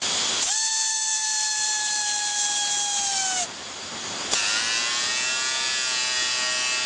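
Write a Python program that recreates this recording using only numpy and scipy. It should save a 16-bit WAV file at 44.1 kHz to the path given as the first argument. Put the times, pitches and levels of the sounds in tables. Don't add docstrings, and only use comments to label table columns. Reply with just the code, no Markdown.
import sys
import numpy as np
from scipy import signal
from scipy.fft import rfft, irfft
from scipy.io import wavfile
from scipy.ndimage import uniform_filter1d

SR = 44100
rng = np.random.default_rng(int(sys.argv[2]) if len(sys.argv) > 2 else 0)


def level_to_linear(level):
    exponent = np.asarray(level, float) / 20
    return 10 ** exponent


def inscribe(sig):
    pcm = np.round(np.clip(np.atleast_2d(sig).T, -1, 1) * 32767)
    wavfile.write(sys.argv[1], SR, pcm.astype(np.int16))


N = 302085

# start_s, rate_hz
VANE_RATE = [
    (.45, 882),
    (.91, 879.5),
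    (1.56, 857),
    (1.7, 859),
    (2.08, 838),
    (2.34, 830),
    (2.6, 827.5),
    (2.98, 815),
    (3.5, 718),
]


def vane_rate():
    t = np.arange(N) / SR
    hz, gate = columns(VANE_RATE)
    spun_s = np.maximum(t - VANE_RATE[0][0], 0)
    hz = hz * (1 - .42 * np.exp(-(spun_s / .04) ** 1.3))
    stall_hz = 4200 * np.clip(t - 3.34, 0, .13) ** 2
    return hz - stall_hz, stall_hz, gate


# multiple, level_db
STRONG_HARMONICS = [(1, -42), (2, -39.5), (4, -42.5), (5, -44.5)]
# multiple, level_db against the first
WEAK_HARMONICS = [(3, -14), (6, -10.5), (7, -6), (8, -13), (9, -10.5)]
# centre_hz, width_hz, gain_db
VANE_PATHS = [(776, 140, 8.5), (1426, 114, -14.5), (1501, 70, 9), (1617, 41, -10), (1685, 74, 5),
              (3080, 220, 5), (3296, 69, 9.5), (3390, 16, 0), (3462, 28, -5.5), (3506, 53, 4),
              (3830, 68, -17), (4204, 110, 9.5), (4309, 49, 9), (4428, 108, 13)]
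# centre_hz, width_hz, gain_db
HOUSING_MODES = [(2190, 64, 16.5), (2326, 23, 13), (2580, 150, 4), (4400, 170, 11), (5100, 170, 1),
                 (5170, 64, 9.5), (5473, 160, 7), (6135, 290, 12.5), (7200, 200, -1), (7870, 150, 16.5)]


def vane_whine(hz, stall_hz, turn):
    spun_s = np.maximum(np.arange(N) / SR - VANE_RATE[0][0], 0)
    seating_db = -11 * np.exp(-spun_s / 0.046)
    lines = []
    for k, db in STRONG_HARMONICS:
        lines.append((round(k), db + seating_db + bumps(VANE_PATHS, round(k) * hz)))
    first_db = lines[0][1]
    for k, db in WEAK_HARMONICS:
        load_db = .04 * (hz - 860)
        lines.append((round(k), first_db + db + load_db + bumps(HOUSING_MODES, round(k) * hz)))
    whine = np.zeros(N)
    for (k, db), wobble in zip(lines, drift(32, count=9)):
        stall_db = 0.0524 * (k - 4) * stall_hz
        flutter_db = (1.6 + 0.079 * k) * wobble
        whine += level_to_linear(db + 3.5 - stall_db + flutter_db) * np.sin(k * turn + k * k)
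    return whine


# frequency_hz, density_db
JET_TONE = [(1180, -25), (2000, -14.5), (2170, -63), (2590, -10), (2770, -15.5), (3400, -8), (4260, -7.5),
            (4750, -6.5), (5940, 0), (6720, 2.5), (7810, 0.5), (9570, -14.5), (10200, -24), (13200, -55),
            (22000, -120)]
# centre_hz, width_hz, gain_db
NOZZLE_MODES = [(5970, 150, 3), (6470, 110, 4.5), (6260, 110, 0.5), (7030, 150, 3), (7500, 220, 4)]


def exhaust_jet(hz, turn):
    t = np.arange(N) / SR
    opens_s, rise_s = 0.401, 0.026
    opened_s = np.maximum(t - opens_s - rise_s, 0)
    surge_db = 4.5 * np.exp(-opened_s / 0.15)
    load_db = .003 * np.minimum(hz - 830, 0) * (t > 1)
    puffs = 1 + 0.11 * np.cos(turn)
    air = noise(JET_TONE, patchy_db=1.2, flicker_db=1.0, peaks=NOZZLE_MODES)
    return level_to_linear(-26.5 + surge_db + load_db - 0.5) * puffs * air


# frequency_hz, density_db
GEARS_TONE = [(400, -19), (700, 2), (1300, -0.5), (2200, 4.5), (3000, 8.5), (4500, 12), (6000, -13.5)]


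def gear_noise():
    t = np.arange(N) / SR
    mesh_db = 11.5 * np.exp(-((t - 0.483) / 0.024) ** 2)
    gears_db = -49.5 + 0.42 * (columns(CAMERA_GAIN)[0] + 50) + mesh_db
    return level_to_linear(gears_db + 11.0) * noise(GEARS_TONE, patchy_db=3.0, flicker_db=-2.0)


def tensioner():
    t = np.arange(N) / SR
    hz, stall_hz, gate = vane_rate()
    turn = 2 * np.pi * np.cumsum(hz * (1 + 0.00287 * drift(33.4, count=1)[0])) / SR
    gate = gate * np.clip(np.minimum(t - .45, 3.458 - t) / .025, 0, 1)
    opening = (t - 0.401) / 0.026
    shutting = 1 - (t - 3.432) / 0.049
    valve = np.clip(np.minimum(opening, shutting), 0, 1) ** 2
    return gate * vane_whine(hz, stall_hz, turn) + valve * (exhaust_jet(hz, turn) + gear_noise())


# frequency_hz, gain_db
HEAD_TONE = [(300, 2.5), (3800, 1.5), (4900, 3), (5400, 1), (6300, -2.5), (6900, -1.5), (7700, -1.5)]
# centre_hz, width_hz, gain_db
HEAD_MODES = [(627, 30, 4), (1280, 50, -6), (1420, 50, 7), (1630, 40, -4), (1705, 60, 3), (1870, 70, 5),
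              (2080, 90, -5), (2180, 90, -10), (2665, 120, 8), (2885, 50, 6), (2990, 70, -6), (3135, 50, 3),
              (3260, 50, -8), (3400, 70, 4), (3640, 50, -5), (3740, 60, 5), (4010, 60, 3), (4260, 60, -8),
              (4630, 70, 2.5), (4870, 90, 6), (5130, 60, -5), (5420, 90, -4)]
# multiple, level_db
STROKE_SHAPE = [(3, -14), (4, -21), (5, -6.5), (6, -23), (7, -2.5), (8, -16), (9, 0), (10, -2), (11, -2.5),
                (12, -6), (13, 3), (14, -2), (15, 2), (16, -3), (17, 3), (18, -0.5), (19, 1), (20, -3.5),
                (21, 4), (22, -14), (23, 1), (24, -1.5), (25, 0.5), (26, 3), (27, -1), (28, 2.5), (29, -2),
                (30, -15), (31, -0.5)]


def stroke_buzz(hz, turn, gate):
    on = np.flatnonzero(gate)
    knots = on[::128]
    k = np.arange(3, 62)[:, None]
    at_hz = k * hz[knots]
    wobble = rng.standard_normal(at_hz.shape[::-1])
    wobble = evened(uniform_filter1d(wobble, size=48, axis=0, mode="wrap").T)
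    hard = np.clip((5.2 - knots / SR) / 0.48, 0, 1)
    blur_db = (0.086 * np.maximum(k - 22, 0) + 1.0 * np.maximum(10 - k, 0)) * hard
    head_db = read(HEAD_TONE, at_hz) + bumps(HEAD_MODES, at_hz)
    stroke_db = np.interp(k, *np.transpose(STROKE_SHAPE))
    level = level_to_linear(head_db + stroke_db + (2.05 + 0.041 * k) * wobble - blur_db)
    phase = 0.46 * rng.uniform(0, 2 * np.pi, k.shape) - 0.0156 * k * k + np.pi / 2 * (k % 2)
    buzz = np.zeros(N)
    for j, a, p in zip(k, level, phase):
        buzz[on] += np.interp(on, knots, a) * np.sin(j * turn[on] + p)
    return buzz / np.std(buzz[on])


# frequency_hz, density_db
RUB_TONE = [(180, -27), (300, -20), (700, -11.5), (1200, -14.5), (2200, -17), (3000, -8.5), (5000, -5.5),
            (6900, -2), (7700, -5), (8800, -11), (10200, -26.5), (13200, -43)]


def strap_rub(turn):
    since_s = np.arange(N) / SR - 4.31
    rub_db = -31.5 + 6.5 * np.exp(-abs(since_s) / 0.3)
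    pressed = np.clip(since_s / 0.0073, 0, 1)
    swell = 1 + 0.3 * np.cos(2 * turn) + 0.062 * np.cos(turn)
    # centre_hz, width_hz, gain_db
    shell = [(1820, 340, 9.0), (2120, 160, -7), (2480, 570, 5.5), (4520, 420, 2.1)]
    return pressed * level_to_linear(rub_db) * swell * noise(RUB_TONE, patchy_db=2.0, flicker_db=0.1, peaks=shell)


# start_s, rate_hz, buzz_db
WELD_STROKES = [
    (4.35, 107, -27),
    (4.45, 102.7, -26.5),
    (4.6, 112.4, -25.5),
    (4.97, 120.5, -26.5),
    (5.23, 127.2, -27),
    (5.64, 131.9, -27),
    (5.74, 131.3, -27),
    (6.0, 125.5, -26),
    (6.85, 125.2, -27.5),
]


def welder():
    t = np.arange(N) / SR
    hz, buzz_db, gate = columns(WELD_STROKES)
    unsteady = .0006 + .03 * np.clip((108 - hz) / 5, 0, 1)
    hz = hz + .7 * np.cos(2 * np.pi * (t - 4.61) / .097) * (t < 5.2)
    turn = 2 * np.pi * np.cumsum(hz * (1 + unsteady * drift(24.25, count=1)[0])) / SR
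    return gate * level_to_linear(buzz_db + 0.5) * stroke_buzz(hz, turn, gate) + strap_rub(turn)


# start_s, peak_db, thump_db
CLICKS = [
    (.426, -16, -40),
    (.436, -18, -40),
    (.456, -19, -42),
    (4.3145, -19, -32),
    (4.327, -15, -28),
    (4.334, -4.5, -27),
    (4.3405, -15, -34),
]
# pitch_hz, level_db, t60_s
LATCH_MODES = [(850, -5, .014), (3450, 0, .016), (4800, 0, .014), (5700, -3, .01), (6500, -2, .01)]


def clicks():
    t, out = np.arange(2600) / SR, np.zeros(N)
    cracks = uniform_filter1d(rng.standard_normal((len(CLICKS), len(t))), size=4, axis=1)
    ring = sum(level_to_linear(db - 60 * t / t60) * np.sin(2 * np.pi * hz * t) for hz, db, t60 in LATCH_MODES)
    ring = ring / abs(ring).max()
    thump = np.sin(2 * np.pi * 260 * t) * level_to_linear(-60 * t / 0.019)
    ring_up = 1 - np.exp(-t / .0008)
    for (s, db, thump_db), crack in zip(CLICKS, cracks):
        metal = ring + 0.33 * crack * level_to_linear(-60 * t / 0.038)
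        sound = level_to_linear(db) * metal + level_to_linear(thump_db) * thump
        out[round(s * SR):][:len(t)] += sound * 1.8 * ring_up
    return out


# start_s, end_s, level_db over the hall, rise_db_per_s
LEAK_SPELLS = [
    (0, 0.433, 7, 1.5),
    (3.41, 4.323, 0, -0.5),
]
# frequency_hz, density_db
LEAK_TONE = [(290, -53), (500, -5), (739, -10.5), (2300, -7.5), (3360, -2), (5630, -4), (6970, -1.5),
             (9200, -16.5), (10200, -39), (13200, -81), (22000, -120)]
# centre_hz, width_hz, gain_db
OUTLET_MODES = [(3370, 260, 7), (4780, 400, 6.5), (6000, 200, 2), (6880, 330, 5)]


def leak():
    air = noise(LEAK_TONE, patchy_db=1.1, flicker_db=0.1, peaks=OUTLET_MODES)
    envelope = np.zeros(N)
    for start, end, db, rise_db in LEAK_SPELLS:
        level_db, gate = columns([(start, db), (end, db + rise_db * (end - start))])
        envelope += level_to_linear(level_db + 7) * gate
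    return envelope * level_to_linear(columns(CAMERA_GAIN)[0]) * air


# frequency_hz, density_db
HALL_TONE = [(15, -57.5), (25, -49), (82, -7), (146, -10.5), (222, -4), (325, -6.5), (374, -4), (466, -8),
             (939, -5), (3000, -12.5), (3900, -45), (6600, -120)]
# start_s, level_db
CAMERA_GAIN = [(0, -38.5), (.425, -39.5), (.48, -57.5), (.95, -64), (1.55, -58.5), (1.6, -53), (2.2, -51.5),
               (2.9, -49), (3.45, -45), (3.88, -43.5), (4.03, -40.5), (4.31, -38), (4.37, -49),
               (4.56, -42.5), (5.5, -47), (6.85, -46)]


def hall():
    level_db, _ = columns(CAMERA_GAIN)
    colour = level_to_linear(read(HALL_TONE, np.fft.rfftfreq(N, 1 / SR)))
    rumble = evened(irfft(rfft(rng.standard_normal(N)) * colour, N))
    return level_to_linear(level_db + 4 + .9 * drift(13, count=1)[0]) * rumble


def evened(x):
    return x / np.sqrt(np.mean(x ** 2) + 1e-20)


def read(points, hz):
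    f, value = np.transpose(points)
    return np.interp(np.log(hz + 1), np.log(f + 1), value)


def bumps(peaks, hz):
    return sum(db / (1 + (2 * (hz - f) / w) ** 2) for f, w, db in peaks)


def columns(rows):
    s, *values = np.transpose(rows)
    t = np.arange(N) / SR
    gate = np.clip(np.minimum(t - s[0], s[-1] + .004 - t) / .004, 0, 1)
    return [np.interp(t, s, v) for v in values] + [gate]


def drift(rate_hz, count):
    knots = rng.standard_normal((int(N / SR * 60) + 3, count))
    smooth = signal.filtfilt(*signal.butter(1, np.clip(rate_hz / 30, .01, .95)), knots, axis=0)
    return [np.interp(np.arange(N) * 60 / SR, np.arange(len(k)), evened(k)) for k in smooth.T]


def noise(tone, patchy_db, flicker_db, peaks=()):
    frames, hz = N // 128 + 5, np.fft.rfftfreq(512, 1 / SR)
    a, b, patches = rng.standard_normal((frames, 257, 3)).T
    flicker = evened(uniform_filter1d(rng.standard_normal(frames), size=12))
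    patches = uniform_filter1d(patches, size=6, axis=0)
    patches = evened(uniform_filter1d(patches, size=24, axis=1))
    shape_db = read(tone, hz) + bumps(peaks, hz)
    z = (a + 1j * b) * level_to_linear(shape_db[:, None] + patchy_db * patches + flicker_db * flicker)
    return evened(signal.istft(z, nperseg=512, noverlap=384)[1][:N])


def scene():
    start = np.clip((np.arange(N) / SR - .014) / 0.0091, .08, 1)
    return (start * (tensioner() + welder() + clicks() + leak() + hall()))[None]


# frequency_hz, gain_db
TREBLE_TONE = [(7750, -1.5), (9600, 0), (10300, -5), (10800, -21), (11300, -38.5), (11900, -4),
               (12400, -30), (12700, -43)]


def replicate_treble(dry):
    hz, _, z = signal.stft(dry, SR, nperseg=256, noverlap=192)
    power = uniform_filter1d(abs(z) ** 2, size=16, axis=2)
    power = uniform_filter1d(power, size=3, axis=1) + 1e-16
    copy = z[:, 1:-44] * np.sqrt(power[:, 45:] / power[:, 1:-44])
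    z[:, 45:] = .75 * copy + .6 * z[:, 45:]
    z[:, 45:] *= level_to_linear(read(TREBLE_TONE, hz[45:]))[:, None]
    return signal.istft(z, SR, nperseg=256, noverlap=192)[1][:, :N]


def roll_off(x):
    return signal.sosfilt(signal.butter(12, 12600, fs=SR, output="sos"), x)


def record(dry):
    mix = replicate_treble(dry)
    return roll_off(mix)


dry = scene()
out = record(dry)
inscribe(out)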